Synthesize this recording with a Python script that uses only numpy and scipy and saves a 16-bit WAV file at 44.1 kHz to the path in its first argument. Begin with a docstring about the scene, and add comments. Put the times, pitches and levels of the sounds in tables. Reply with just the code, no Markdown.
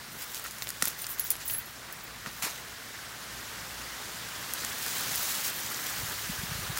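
"""A breeze hisses through a dry corn field, and a motor hums far off. From the start, husks rustle
and snap as feet shift in the litter and a hand drags a hollow stalk over the dirt path, knocking it
and bumping the soil. A few small metal pieces jingle, mostly between 1 and 2 s. At about 2.4 s the
stalk drops with a crunch. After 4 s the husks rustle louder while the breeze grows, and in the last
second and a half gusts puff on the phone's one microphone."""
import sys
import numpy as np
from scipy import signal
from scipy.fft import rfft, irfft, next_fast_len
from scipy.io import wavfile
from scipy.ndimage import uniform_filter1d, map_coordinates

SR = 44100
rng = np.random.default_rng(int(sys.argv[2]) if len(sys.argv) > 2 else 0)


def put_to_file(sound):
    """Save the sound as 16-bit audio at rate SR, in the file named by the first command-line argument."""
    columns = np.atleast_2d(sound).T  # one column per channel
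    safe = np.clip(columns, -1, 1)
    whole_steps = np.round(safe * 32767)
    wavfile.write(sys.argv[1], SR, whole_steps.astype(np.int16))


N = 299483


def amp(db):
    """Turn a level in dB into a number to multiply by."""
    return 10 ** (np.asarray(db) / 20)


def unit(x):
    """Scale a signal so that its average size (rms) is 1."""
    return x / np.sqrt(np.mean(x ** 2) + 1e-20)


def curves(rows):
    """Join rows of (time, values...) with straight lines: one curve for each column of values."""
    times, *columns = np.transpose(rows)
    return [np.interp(np.arange(N) / SR, times, column) for column in columns]


def wobble(per_s):
    """A smooth curve through per_s random values a second."""
    return map_coordinates(rng.standard_normal(int(N * per_s / SR) + 4), [np.arange(N) * per_s / SR])


def filtered(x, response):
    """Multiply each frequency in x by the gain that response gives for it."""
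    size = next_fast_len(N + 8192)
    return irfft(rfft(x, size) * response(np.fft.rfftfreq(size, 1 / SR)), size)[..., :N]


def coloured(x, spectrum):
    """Shape the tone of x with rows of (f/Hz, level/dB), then scale it to rms 1."""
    freqs, db = np.transpose(spectrum)
    return unit(filtered(x, lambda hz: amp(np.interp(np.log(hz + 1), np.log(freqs), db, left=-120))))


def patchy(patchy_db, tilt_db=None):
    """Hiss with random louder and softer patches; tilt_db turns the treble up or down, per octave."""
    hz, t, spectra = signal.stft(rng.standard_normal(N + 256), SR, nperseg=256)
    patches = uniform_filter1d(uniform_filter1d(rng.standard_normal(spectra.shape), 6, 0), 8, 1)
    gain_db = patchy_db * unit(patches)
    if tilt_db is not None:
        octaves = np.log2(np.maximum(hz, 300) / 5000)[:, None]
        gain_db = gain_db + octaves * tilt_db[np.minimum((t * SR).astype(int), N - 1)]
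    return signal.istft(spectra * amp(gain_db), SR, nperseg=256)[1][:N]


def crackle(tilt_db, per_s):
    """A hiss broken up by many tiny cracks of uneven size, each dying in a few milliseconds."""
    cracks = amp(rng.uniform(-0.98, 1, N) * 7.6) * (rng.random(N) < per_s / SR)
    fade = amp(-60 * np.arange(400) / SR / 0.01)
    grain = signal.fftconvolve(cracks, fade)[:N]
    return patchy(patchy_db=1.5, tilt_db=tilt_db) * (0.62 + 0.34 * unit(grain))


def stroke(s, held_s, db, rise_db_per_s, fall_db_per_s):
    """A curve in dB that rises until time s, holds and falls."""
    t = np.arange(N) / SR
    return db - rise_db_per_s * np.maximum(s - t, 0) - fall_db_per_s * np.maximum(t - s - held_s, 0)


def ring(tones, t, spread_db):
    """The fading tones of a struck object, each a little louder or softer every time."""
    return sum(amp(db + spread_db * rng.standard_normal() - 60 * t / fade_s) * np.sin(2 * np.pi * hz * t)
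               for hz, db, fade_s in tones)


def add(track, s, sound):
    """Lay a sound on the track from time s."""
    part = track[round(s * SR):][:len(sound)]
    part += sound[:len(part)]


def pushes(rows):
    """Low pushes (t/s, level/dB, f/Hz), each swinging the microphone's membrane about twice."""
    out, t = np.zeros(N), np.arange(-SR // 25, SR // 25) / SR
    for s, db, hz in rows:
        swell = np.exp(-.5 * (t * hz / 0.54) ** 2)
        add(out, s + t[0], amp(db) * swell * np.sin(2 * np.pi * (hz * t + rng.random())))
    return out


def breeze():
    """One wind strength drives the far rush, the hiss of near leaves and a low rumble."""
    # wind strength, as the level of the leaf hiss: t/s, level/dB
    wind = [(0, -46), (.6, -45.5), (1.3, -45), (1.9, -46.5), (2.9, -45), (3.6, -42), (4.4, -41),
            (5.15, -36), (5.6, -38.5), (6.2, -38.5), (6.79, -39)]
    # the tone of each of the three noises: f/Hz, level/dB
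    far_tone = [(180, -11), (300, -6), (600, -7), (1000, -4), (1600, -0.5), (2000, -2.5), (2600, -11.5),
                (4000, -31.5)]
    leaf_tone = [(500, -11), (1500, -9), (3000, 1), (5000, -0.5), (7500, -3.5), (9000, -5.5), (12000, -8),
                 (15500, -7), (17000, -2.5)]
    rumble_tone = [(20, -40), (35, -24), (55, -7), (85, -5), (130, -1.5), (160, -3.5), (230, -5.5),
                   (400, -25.5)]
    wind_db, = curves(wind)
    swell_db = wind_db - wind_db.mean()
    flutter = wobble(7)
    far = amp(-45.5 + 0.73 * swell_db + 0.29 * flutter) * coloured(patchy(patchy_db=1.55), far_tone)
    leaf_db = wind_db + 0.44 * flutter + 0.37 * wobble(25)
    leaves = amp(leaf_db) * coloured(patchy(patchy_db=1.38), leaf_tone)
    rumble_db = -53 + 0.61 * swell_db + 1.3 * wobble(6.2)
    rumble = amp(rumble_db) * coloured(rng.standard_normal(N), rumble_tone)
    return far + leaves + rumble


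def motor():
    """A distant motor hums at its firing rate and an octave higher, a little unsteadily."""
    # how loud the hum is: t/s, level/dB
    hum = [(0, -69), (.8, -59), (2.3, -59.5), (2.8, -69), (3.6, -55), (4.6, -58.5), (5.2, -85), (6.79, -52)]
    level_db, = curves(hum)
    firing_hz = 56.35 + 1.58 * wobble(5)
    phase = 2 * np.pi * np.cumsum(firing_hz) / SR
    return amp(level_db + 1.8 * wobble(6.6)) * (np.sin(phase) + amp(-1.0) * np.sin(2 * phase))


def husks():
    """Dry husks stir and rub under hand and foot; the loudest movement sets level and brightness."""
    # stirring that never stops: t/s, level/dB, treble tilt/(dB per octave)
    stir = [(0, -66, -4), (.19, -44.5, 3.5), (1.45, -54, -2), (2.15, -48.5, -6.5), (2.3, -50.5, 3),
            (2.5, -37, -2.5), (2.7, -51, -4.5), (4.32, -41.5, -3.5), (4.64, -36, -2), (4.79, -41.5, 3),
            (4.845, -32, -0.5), (4.91, -31.5, 0), (5.05, -32.5, -1), (5.22, -30.5, 1.5), (5.42, -32.5, 0.5),
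            (5.52, -44, 6), (5.65, -35, .1), (5.95, -36, 0.3), (6.79, -48, 3)]
    # short rubs: t/s, hold/s, level/dB, treble tilt/(dB per octave)
    rubs = [(.218, 0.011, -35.5, 1), (.345, 0.033, -36.5, -0.5), (.445, 0.032, -37, -2),
            (.627, .003, -41, 5.5), (.682, .012, -39.5, 1.1), (.824, 0.072, -35, 0), (.99, .035, -38.5, 2),
            (1.1, 0.031, -40.5, 4.5), (1.199, .003, -34, -2), (1.258, 0.0084, -36.5, 3.5),
            (1.311, .008, -34, -0.8), (1.41, 0.0054, -36.5, -2), (1.48, 0.048, -40, 7),
            (2.27, .004, -37.5, -5.5), (5.445, 0.038, -28.5, 1.2), (6.773, .02, -33.5, .1)]
    # the tone of a husk: f/Hz, level/dB
    husk_tone = [(150, -18), (400, -19), (1000, -7.5), (2000, -5.5), (4000, -2.5), (7000, -0.5), (9000, -5),
                 (12000, -3.5), (16000, -0.5)]
    level_db, tilt_db = curves(stir)
    for s, held_s, db, rub_tilt_db in rubs:
        rub_db = stroke(s, held_s, db, rise_db_per_s=553, fall_db_per_s=332)
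        tilt_db = np.where(rub_db > level_db, rub_tilt_db, tilt_db)
        level_db = np.maximum(rub_db, level_db)
    return amp(level_db) * coloured(crackle(tilt_db, per_s=450), husk_tone)


def jingle():
    """Five metal pieces touch: each touch stops the last ringing and sets them ringing anew."""
    # touches: t/s, level/dB, the pieces a-e that are struck (strongest first)
    touches = [(.118, -47, "cde"), (1.016, -39, "cde"), (1.087, -38, "bcea"), (1.105, -34, "bdce"),
               (1.196, -22, "aedb"), (1.24, -35, "edb"), (1.253, -37, "bed"), (1.304, -26, "deba"),
               (1.454, -37, "be"), (1.478, -26.5, "dae"), (1.498, -35, "eda"), (1.507, -31, "eba"),
               (1.535, -31, "aeb"), (1.567, -37, "aeb"), (1.581, -27.5, "be"), (1.656, -43, "eb"),
               (1.705, -45, "e"), (1.925, -44, "ed"), (2.036, -39, "ed"), (2.828, -46.5, "bc")]
    # the tones of each piece: f/Hz, level/dB, time to fade by 60 dB/s
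    pieces = [
        [(11117, -1, 0.24)],
        [(11377, -1.5, 0.18)],
        [(13600, 3, .16), (9150, 1, 0.14)],
        [(14470, 4, 0.048), (14300, -8, .04)],
        [(15365, 4, 0.056), (15050, -4, .04), (15650, -1, .04), (14750, -6, .03)],
    ]
    # how unevenly each piece rings while it shakes: spread/dB
    rattles = [2.2, 2.2, 3.6, 4.2, 4.6]
    next_piece_db, unstruck_db = -5, -21
    out, t = np.zeros(N), np.arange(SR // 4) / SR
    gaps_s = np.diff([row[0] for row in touches], append=N / SR)
    shake_times = t[::130]
    for (s, db, struck), gap_s in zip(touches, gaps_s):
        start_and_stop = (1 - np.exp(-t / 0.00056)) * amp(-60 * np.maximum(t - gap_s, 0) / .02)
        for name, tones, rattle_db in zip("abcde", pieces, rattles):
            share_db = next_piece_db * struck.index(name) if name in struck else unstruck_db
            shaken_db = rattle_db * np.interp(t, shake_times, rng.standard_normal(len(shake_times)))
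            add(out, s, amp(db + share_db + shaken_db) * start_and_stop * ring(tones, t, spread_db=4.0))
    return out


def snaps():
    """Each dry fibre breaks with a very short crack and a weak scatter after it."""
    # breaking fibres: t/s, peak level/dB, centre f/Hz, width/octaves
    breaks = [(0.3463, -17.5, 7300, 0.98), (0.3972, -20, 10100, 0.88), (0.441, -23, 12900, 0.42),
              (0.51, -23, 7000, 0.55), (0.585, -26, 8000, .8), (0.6224, -15.5, 4140, 0.45),
              (0.6905, -15.5, 8000, 0.94), (0.7041, -17, 7500, 0.79), (0.8243, -6.5, 7500, 0.69),
              (0.8414, -22, 6500, 0.87), (0.8545, -10.5, 7800, 0.79), (0.8565, -9.5, 10700, 0.97),
              (0.8778, -12, 9300, .99), (0.8825, -11, 13300, 0.34), (1.0434, -21, 4000, 0.56),
              (1.0675, -18.5, 6560, 0.85), (1.1862, -22, 14800, 0.29), (1.196, -10.5, 8100, 0.9),
              (1.3049, -4, 9900, .99), (1.3166, -17, 10500, 0.27), (1.4992, -20.5, 3000, 0.32),
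              (1.9257, -25, 10300, 0.99), (2.262, -25.5, 2200, 0.25), (4.5369, -10.5, 10600, 0.96),
              (4.6485, -16, 6800, 0.83), (4.864, -14.5, 6700, 0.92), (5.0094, -16.5, 10100, 0.63),
              (5.158, -14, 11200, 0.32), (5.7454, -22, 5300, 0.78), (6.774, -16, 10500, 0.54)]
    out, t = np.zeros(N), np.arange(SR // 20) / SR
    hz = np.fft.rfftfreq(len(t), 1 / SR) + 1
    bass_cut = hz ** 2 / (hz ** 2 + 2000 ** 2)
    for s, db, centre_hz, octaves in breaks:
        burst = (amp(-60 * t / 0.003) + 0.11 * amp(-60 * t / 0.051)) * rng.standard_normal(len(t))
        pitch_hump = 0.056 + np.exp(-.5 * (np.log2(hz / centre_hz) / octaves) ** 2)
        crack = irfft(rfft(burst) * pitch_hump * bass_cut, len(t))
        add(out, s, amp(db) * crack / np.abs(crack).max())
    return out


def knocks():
    """The hollow stalk rings briefly at each knock."""
    # knocks on the stalk: t/s, level/dB
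    hits = [(.396, -35), (.4512, -31), (.461, -29), (.609, -39), (.6212, -42), (.703, -35), (.823, -17.5),
            (0.841, -30), (.855, -31.5), (1.0663, -34), (2.2608, -27.5), (4.6348, -30.5), (4.6473, -34),
            (5.714, -30), (5.791, -30), (6.7728, -25.5)]
    # the stalk's tones: f/Hz, level/dB, time to fade by 60 dB/s
    stalk_tones = [(1397, 5.5, 0.011), (1840, 2, 0.013), (2460, -6, 0.01)]
    out, t = np.zeros(N), np.arange(SR // 20) / SR
    onset = 1 - np.exp(-t / 0.00048)
    for s, db in hits:
        add(out, s, amp(db) * onset * ring(stalk_tones, t, spread_db=0.5))
    return out


def thuds():
    """The stalk bumps the soil with short, low thuds."""
    # bumps: middle t/s, peak level/dB, f/Hz
    bumps = [(0.8275, -32, 520), (0.8318, -32, 215), (2.2725, -33.5, 190), (2.4405, -37.5, 205),
             (2.4625, -38.5, 320)]
    return pushes(bumps)


def landing():
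    """The stalk drops: its leaves crunch first, then the sound dulls as its weight settles."""
    # the tone of the dry litter on the ground: f/Hz, level/dB
    litter_tone = [(90, -35), (170, -8), (380, -8), (1000, 2), (2500, -2), (3200, -7.5), (5400, -4),
                   (16000, -10.5)]
    lands_s = 2.425
    level_db = stroke(lands_s, held_s=0.028, db=-29.5, rise_db_per_s=3004, fall_db_per_s=300)
    tilt_db = stroke(lands_s, held_s=0.0044, db=2, rise_db_per_s=0, fall_db_per_s=49)
    crunch = crackle(np.maximum(tilt_db, -.4), per_s=1800)
    return amp(level_db) * coloured(crunch, litter_tone)


def gusts():
    """Swirls of air roll over the microphone hole in lumps, with strong puffs and small random ones."""
    # wind across the hole: t/s, level/dB
    gust = [(5.4, -70), (6.03, -49), (6.15, -54), (6.4, -50), (6.6, -45), (6.7, -54), (6.79, -54)]
    # the tone of the swirls: f/Hz, level/dB
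    swirl_tone = [(18, -40), (35, -5), (55, 6.5), (110, -14), (300, -26)]
    # the strongest puffs: middle t/s, peak level/dB, f/Hz
    strong_puffs = [(6.038, -33.5, 128), (6.3, -28.5, 184), (6.393, -34.5, 103), (6.438, -31, 167),
                    (6.499, -37, 106), (6.521, -30, 132), (6.557, -35.5, 98), (6.593, -33.5, 150),
                    (6.637, -38, 91), (6.704, -31, 139)]
    gust_s, gust_db = np.transpose(gust)
    when, pitch, size = rng.random(size=(16, 3)).T
    small_s = gust_s[0] + (gust_s[-1] - gust_s[0]) * when
    small_db = np.interp(small_s, gust_s, gust_db) + 7 + 6 * (size - .5)  # about 7 dB above the gust
    small_hz = 120 * 2 ** (.9 * (pitch - .5))
    puffs = pushes(strong_puffs + list(zip(small_s, small_db, small_hz)))
    level_db, = curves(gust)
    lumps = amp(4.8 * wobble(14))
    swirls = unit(lumps * coloured(rng.standard_normal(N), swirl_tone))
    return puffs + amp(level_db) * swirls


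def scene():
    """All sounds reach one microphone, copied to both channels."""
    mono = breeze() + motor() + husks() + jingle() + snaps() + knocks() + thuds() + landing() + gusts()
    return np.array([mono, mono])


def record(dry):
    """The phone cuts off the very highest treble."""
    return filtered(dry, lambda hz: hz < 15850)


dry = scene()
out = record(dry)
put_to_file(out)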